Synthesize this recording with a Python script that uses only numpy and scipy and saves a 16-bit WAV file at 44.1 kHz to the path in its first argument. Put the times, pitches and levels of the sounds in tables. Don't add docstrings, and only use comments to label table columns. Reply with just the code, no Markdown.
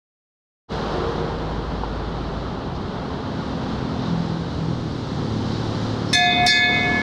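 import sys
import numpy as np
from scipy import signal
from scipy.fft import rfft, irfft, next_fast_len
from scipy.io import wavfile
from scipy.ndimage import uniform_filter1d

SR = 44100
rng = np.random.default_rng(int(sys.argv[2]) if len(sys.argv) > 2 else 0)


def master_out(mix):
    frames = np.transpose(np.atleast_2d(mix))
    ceiling = np.clip(frames, -1, 1)
    pcm = np.round(ceiling * 32767).astype(np.int16)
    wavfile.write(sys.argv[1], SR, pcm)


N = 309582

# t/s, click level/dB
CLAPPER_BLOWS = [(6.1302, -23.5), (6.4642, -23)]
# f/Hz, density/dB
OVERTONE_SPECTRUM = [(1200, -21), (2000, 13), (2900, -2), (3800, 5.5), (5500, 0.5), (7500, -10),
                     (9300, -21), (10500, -27), (13000, -34), (15000, -29)]


def from_db(db):
    return 10 ** (np.asarray(db) / 20)


def unit_rms(x):
    return x / np.sqrt(np.mean(x ** 2) + 1e-20)


def clock():
    return np.arange(N) / SR


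def curves(rows):
    times_s, *columns = np.transpose(rows)
    return [np.interp(clock(), times_s, column) for column in columns]


def spectrum_db(spectrum, hz):
    known_hz, db = np.transpose(spectrum)
    return np.interp(np.log(hz), np.log(known_hz), db)


def drift(rate_hz, size=N):
    hop, warmup = 40, 2000
    pole = np.exp(-2 * np.pi * rate_hz * hop / SR)
    white = rng.standard_normal(size // hop + warmup + 2)
    slow = signal.lfilter([1], [1, -2 * pole, pole * pole], white)[warmup:]
    return np.interp(np.arange(size) / hop, np.arange(len(slow)), unit_rms(slow))


def noise(spectrum):
    hz, db = np.transpose(spectrum)
    size = next_fast_len(N)
    bins_oct, points_oct = np.log2(np.fft.rfftfreq(size, 1 / SR) + 1), np.log2(hz)
    outside_oct = np.abs(bins_oct - np.clip(bins_oct, points_oct[0], points_oct[-1]))
    shape = from_db(np.interp(bins_oct, points_oct, db) - 12 * outside_oct)
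    return unit_rms(irfft(rfft(rng.standard_normal(size)) * shape, size)[:N])


def noise_swells(rows, width_oct):
    out = np.zeros(N)
    for start_s, length_s, db, hz in rows:
        swell = np.sin(np.pi * np.clip((clock() - start_s) / length_s, 0, 1))
        band = [(hz * 2 ** (width_oct * k), -20 * k * k) for k in range(-2, 3)]
        out += from_db(db) * swell * noise(band)
    return out


def decay(start_s, t60_s):
    age_s = clock() - start_s
    return (age_s >= 0) * from_db(-60 * np.maximum(age_s, 0) / t60_s)


def bell(contact_cycles, swell_cycles, flutter, flutter_hz):
    # f/Hz, t60/s, split/Hz, level/dB in blows 1, 2, upper twin's share in blows 1, 2
    modes = [(713, 5, 4.7, -15, -22, -0.6, 0.2), (1714, 2.6, 2.13, -16.5, -13.5, 0.92, 0.2 - 0.5j),
             (2072, 1.8, 4.5, -20, -19, -0.1, -0.7), (2203, 2.4, 3.2, -18, -12, 0.3, -0.15),
             (2516, 1.5, 10.3, -17, -20, 0.1, 0.62), (3540, 1.09, 4.6, -14.5, -12, 0.6, 0.0),
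             (3598, 1.05, 2.0, -14.5, -18.5, 0.2, -0.3), (3644, 0.95, 17.1, -17, -15, -0.2, 0.6),
             (3791, 1.05, 5.9, -23.5, -25.5, 0.4, 0.7), (4234, 0.6, 13.1, -14, -10.5, -0.3, -0.45),
             (4710, 0.55, 2.7, -26, -15.5, -0.3, 0.4), (5038, 0.4, 5.6, -28, -25, -0.8, -0.2),
             (5184, 0.34, 4.1, -26, -37, -0.6, 0.7), (5360, 0.26, 12.7, -20, -11.5, 0.3, -0.4),
             (5436, 0.25, 9.1, -25, -25, 0.2, 0.7), (6061, 0.3, 4.7, -23, -22, -0.0, -0.6),
             (6237, 0.34, 11.7, -21, -26, -0.7, -0.1), (6696, 0.6, 4.6, -33, -26, 0.0, -0.5),
             (7158, 0.33, 10.9, -32, -34, -0.8, -0.3), (7554, 0.31, 5.9, -37, -29, 0.3, -0.5),
             (7894, 0.48, 3.6, -44, -42, 0.8, 0.4), (8356, 0.43, 3.6, -49, -40, 0.2, -0.4),
             (8919, 0.36, 14.8, -34, -39, 0.1, -0.4), (9149, 0.25, 13.1, -38, -38, 0.3, -0.1),
             (9397, 0.2, 5.6, -32, -29, 0.7, 0.1), (9747, 0.23, 9.2, -42, -38, -0.4, -0.1),
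             (11009, 0.25, 1.5, -49, -42, 0.3, -0.5), (13050, 0.28, 4.5, -51, -50, -0.4, -0.3),
             (13597, 0.23, 13.2, -53, -46, -0.8, -0.2), (14699, 0.24, 4.4, -46, -48, 0.0, -0.9),
             (15359, 0.25, 3.6, -61, -48, -0.9, 0.8)]
    echo_s, echo_share, echo_top_hz = .022, .6, 4900
    rock_m, rock_hz, rock_s = .012, 3.5, .4
    sound_m_per_s = 343
    out, t = np.zeros(N), clock()
    starts_s = [start_s for start_s, _ in CLAPPER_BLOWS]
    for blow, (start_s, stop_s) in enumerate(zip(starts_s, starts_s[1:] + [np.inf])):
        live = t >= start_s
        age_s = t[live] - start_s
        damped_s = np.maximum(t[live] - stop_s, 0)
        echo_onset = 1 - 1 / (1 + (age_s / echo_s) ** 8)
        lag_s = rock_m / sound_m_per_s * np.sin(2 * np.pi * rock_hz * age_s) * np.exp(-age_s / rock_s)
        for hz, t60_s, split_hz, *per_blow in modes:
            mode_db, twin_share = per_blow[blow], per_blow[blow + 2]
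            tone = np.exp(2j * np.pi * (hz * age_s + rng.random()))
            beat = 1 + twin_share * np.exp(2j * np.pi * split_hz * age_s)
            swell = 1 - np.exp(-age_s * hz / swell_cycles)
            damping = np.exp(-damped_s * hz / contact_cycles)
            envelope = from_db(mode_db - 60 * age_s / t60_s) * swell * damping
            reflected = echo_share / (1 + (hz / echo_top_hz) ** 6)
            wander = drift(flutter_hz, len(age_s)) + 1j * drift(flutter_hz, len(age_s))
            scatter = flutter * min(hz / echo_top_hz, 1) * wander
            echo = reflected * np.exp(2j * np.pi * hz * lag_s) + scatter
            paths = 1 - reflected + echo_onset * echo
            out[live] += envelope * np.imag(tone * beat * paths)
    return out


def shimmer(gain_db, t60_s, count):
    out = np.zeros(N)
    modes_hz = 5000 + 10400 * (np.arange(count) + rng.random(count)) / count
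    for start_s, click_db in CLAPPER_BLOWS:
        live = clock() >= start_s
        age_s = clock()[live] - start_s
        strengths = from_db(spectrum_db(OVERTONE_SPECTRUM, modes_hz) + rng.normal(0, 3, count))
        ringing = sum(strength * np.sin(2 * np.pi * (hz * age_s + rng.random()))
                      for hz, strength in zip(modes_hz, strengths))
        out[live] += from_db(click_db + gain_db - 60 * age_s / t60_s) * ringing
    return out


def clang(click_t60_s, wash_db, wash_t60_s):
    envelope = np.zeros(N)
    for start_s, click_db in CLAPPER_BLOWS:
        wash = from_db(wash_db) * decay(start_s, wash_t60_s)
        envelope += from_db(click_db) * (decay(start_s, click_t60_s) + wash)
    return envelope * noise(OVERTONE_SPECTRUM)


def clapper_squeaks():
    # t/s, length/s, level/dB, f/Hz
    squeaks = [(6.078, 0.053, -40.5, 5358), (6.42, .035, -59, 7980)]
    return noise_swells(squeaks, width_oct=0.13)


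def steps(gain_db, t60_s, knock, scuff, top_hz):
    # t/s, level/dB, ring f/Hz
    strikes = [(1.8352, -10, 880), (1.866, -21, 850), (2.149, -22, 600), (2.47, -25, 650), (2.75, -24, 657),
               (3.1015, -17.5, 1010)]
    out = np.zeros(N)
    for start_s, level_db, hz in strikes:
        ring = np.sin(2 * np.pi * hz * (clock() - start_s))
        grit = noise([(hz / 2, -1), (hz, 0), (hz * 2, -12)])
        out += from_db(level_db + gain_db) * decay(start_s, t60_s) * (knock * ring + scuff * grit)
    return signal.sosfilt(signal.butter(4, top_hz, fs=SR, output="sos"), out + 1e-18)


def brushing():
    # t/s, length/s, level/dB, centre f/Hz
    brushes = [(2.745, 0.038, -46, 4080), (3.96, 0.19, -44, 3800), (5.42, 0.24, -43.5, 3890)]
    return noise_swells(brushes, width_oct=0.79)


def motorbike(wobble, waver_db, boom_oct, smear_rad, top_harmonic):
    # t/s, f/Hz
    firing = [(3.4, 44.2), (3.8, 43.36), (4.05, 42.24), (4.75, 40.7), (5.2, 36.6), (6.4, 36.69),
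              (7.0, 37.12)]
    # f/Hz, level/dB
    exhaust = [(37, -30), (75, -7.5), (110, 3), (190, -1.5), (290, -5.5), (400, -11), (520, -12.5),
               (700, -36)]
    # t/s, centre f/Hz, lift/dB
    low_boom = [(3.6, 122, 1), (3.97, 121, 7.5), (4.03, 163, 3), (4.1, 170.2, 12), (4.55, 169, 8.5),
                (4.7, 163, 12), (4.82, 130, 3.5), (5.15, 112.1, -1.5), (5.35, 108, 10.5), (5.6, 108, 1),
                (6.0, 108, 7.5), (6.5, 107, -1.5)]
    # t/s, lift/dB
    high_boom = [(3.0, 17), (3.75, 15.5), (4.0, 9.5), (4.15, 13), (4.27, 2.5), (5.1, 0.5), (5.4, 5),
                 (5.7, 0.5), (6.0, 4), (6.6, 2.5), (6.9, 8)]
    high_boom_hz = 242
    arrival_s, arrived_db, approach_db_per_s = 3.93, -35, 14.5
    clear_s, clearing_s, open_db, open_above_hz = 5.15, 0.092, 4, 210
    firing_hz, = curves(firing)
    booms = [curves(low_boom), (high_boom_hz, *curves(high_boom))]
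    approach_db = arrived_db - approach_db_per_s * np.maximum(arrival_s - clock(), 0)
    cleared = (1 + np.tanh((clock() - clear_s) / clearing_s)) / 2
    phase = 2 * np.pi * np.cumsum(firing_hz * (1 + wobble * drift(12.6))) / SR
    out = np.zeros(N)
    for k in range(2, top_harmonic + 1):
        hz = k * firing_hz
        boom_db = sum(lift_db * np.exp(-(np.log2(hz / centre_hz) / boom_oct) ** 2)
                      for centre_hz, lift_db in booms)
        blur_rad = smear_rad * from_db(-boom_db) * drift(5.8)
        opening_db = open_db * cleared / (1 + (open_above_hz / hz) ** 8)
        level_db = approach_db + spectrum_db(exhaust, hz) + boom_db + opening_db + waver_db * drift(3.8)
        out += from_db(level_db) * np.sin(k * phase + rng.normal(0, .7) + blur_rad)
    return out


def heavy_engine(firing_hz, wobble, db_per_harmonic):
    # t/s, level/dB
    pass_by = [(0.75, -36), (1.3, -33.5), (1.72, -30.5), (2.38, -32.5), (2.65, -43), (3.5, -56)]
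    level_db, = curves(pass_by)
    phase = 2 * np.pi * np.cumsum(firing_hz * (1 + wobble * drift(11))) / SR
    drone = sum(from_db(db_per_harmonic * k) * np.sin((k + 1) * phase) for k in range(3))
    return from_db(level_db) * unit_rms(drone)


def street(rumble_db, roar_gain_db, hiss_gain_db, flutter_db, treble_hz):
    # t/s, roar level/dB, hiss level/dB
    traffic = [(0.75, -29.5, -41), (1.02, -28, -43), (1.37, -32, -46.5), (1.83, -33, -47),
               (2.74, -34.5, -47.5), (3.76, -32.5, -44.5), (4.85, -37, -46), (5.78, -33, -41.5),
               (6.05, -33.5, -43.5), (6.3, -34.5, -42.5), (6.9, -32, -40.5)]
    # t/s, lift/dB
    treble_lift = [(1.2, 1.5), (2.8, 0), (3.6, 2), (4.9, 5), (5.8, 5), (7.0, 5)]
    # f/Hz, density/dB
    rumble_spectrum = [(25, -6.5), (42, -17.5), (60, -3), (88, 0), (115, -2.5), (160, 1), (240, -4.5),
                       (350, -8), (480, -25.5), (800, -35.5)]
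    roar_spectrum = [(250, -7), (400, 3), (620, -2.5), (820, -1), (1300, -6), (1800, -16), (2400, -24.5),
                     (3200, -19), (4500, -43.5)]
    hiss_spectrum = [(1500, 0.5), (2500, -7.5), (3300, -0.5), (4000, 2), (5000, -6), (6300, -15.5),
                     (8000, -27), (9300, -32), (10500, -43), (13000, -53), (15000, -44)]
    roar_db, hiss_db = curves(traffic)
    treble_db, = curves(treble_lift)
    rumble = from_db(rumble_db) * noise(rumble_spectrum)
    roar = from_db(roar_db + roar_gain_db + flutter_db * drift(25)) * noise(roar_spectrum)
    hiss = noise(hiss_spectrum)
    treble = signal.sosfiltfilt(signal.butter(4, treble_hz, "high", fs=SR, output="sos"), hiss)
    hiss += (from_db(treble_db) - 1) * treble
    hiss *= from_db(hiss_db + hiss_gain_db + flutter_db * drift(4))
    return rumble + roar + hiss


def far_engine():
    # t/s, length/s, level/dB, f/Hz
    hums = [(0.32, 1.6, -37, 160), (0.81, 0.51, -34.5, 362), (0.52, 1.15, -33, 465)]
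    return noise_swells(hums, width_oct=0.086)


def forecourt(x, wet_db, t60_s):
    lags_s = rng.uniform(.006, .12, 60)
    echoes = np.zeros(SR // 8)
    echoes[(lags_s * SR).astype(int)] = rng.standard_normal(len(lags_s)) * from_db(-60 * lags_s / t60_s)
    return x + from_db(wet_db) * signal.fftconvolve(x, echoes / np.linalg.norm(echoes))[:N]


def gain_control(x, limit_db, release_db_per_s, window_s, attack_s):
    power = uniform_filter1d(x * x, int(window_s * SR))
    excess_db = np.maximum(10 * np.log10(np.maximum(power, 1e-12)) - limit_db, 0)
    ramp_db = release_db_per_s * clock()
    cut_db = np.maximum.accumulate(excess_db + ramp_db) - ramp_db
    pole = np.exp(-1 / (attack_s * SR))
    return x * from_db(-signal.lfilter([1 - pole], [1, -pole], cut_db))


def scene():
    ring = bell(contact_cycles=18, swell_cycles=12, flutter=.27, flutter_hz=14)
    ring += shimmer(gain_db=-10.5, t60_s=.34, count=60)
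    ring += clang(click_t60_s=.03, wash_db=-5.5, wash_t60_s=.44)
    walk = steps(gain_db=-3.5, t60_s=0.039, knock=0.57, scuff=0.55, top_hz=1250) + brushing()
    near = forecourt(ring + walk + clapper_squeaks(), wet_db=-29.5, t60_s=0.2)
    road = street(rumble_db=-29.5, roar_gain_db=1.5, hiss_gain_db=2.0, flutter_db=0.42, treble_hz=4870)
    drone = heavy_engine(firing_hz=53.3, wobble=0.0053, db_per_harmonic=-24.0)
    bike = motorbike(wobble=0.00927, waver_db=2.5, boom_oct=0.24, smear_rad=.65, top_harmonic=16)
    return (near + road + drone + bike + far_engine())[None]


def record(dry):
    start_s, fade_in_s, fade_out_s, cutoff_hz = 0.68, 0.053, .003, 15600
    fade_in = np.sin(np.pi / 2 * np.clip((clock() - start_s) / fade_in_s, 0, 1)) ** 2
    fade_out = np.clip((N / SR - clock()) / fade_out_s, 0, 1)
    held = gain_control(dry[0] * fade_in, limit_db=-14.0, release_db_per_s=37.5,
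                        window_s=0.002, attack_s=0.0017)
    lowpass = signal.ellip(12, .1, 80, cutoff_hz, fs=SR, output="sos")
    return signal.sosfilt(lowpass, held * fade_out)[None]


dry = scene()
out = record(dry)
master_out(out)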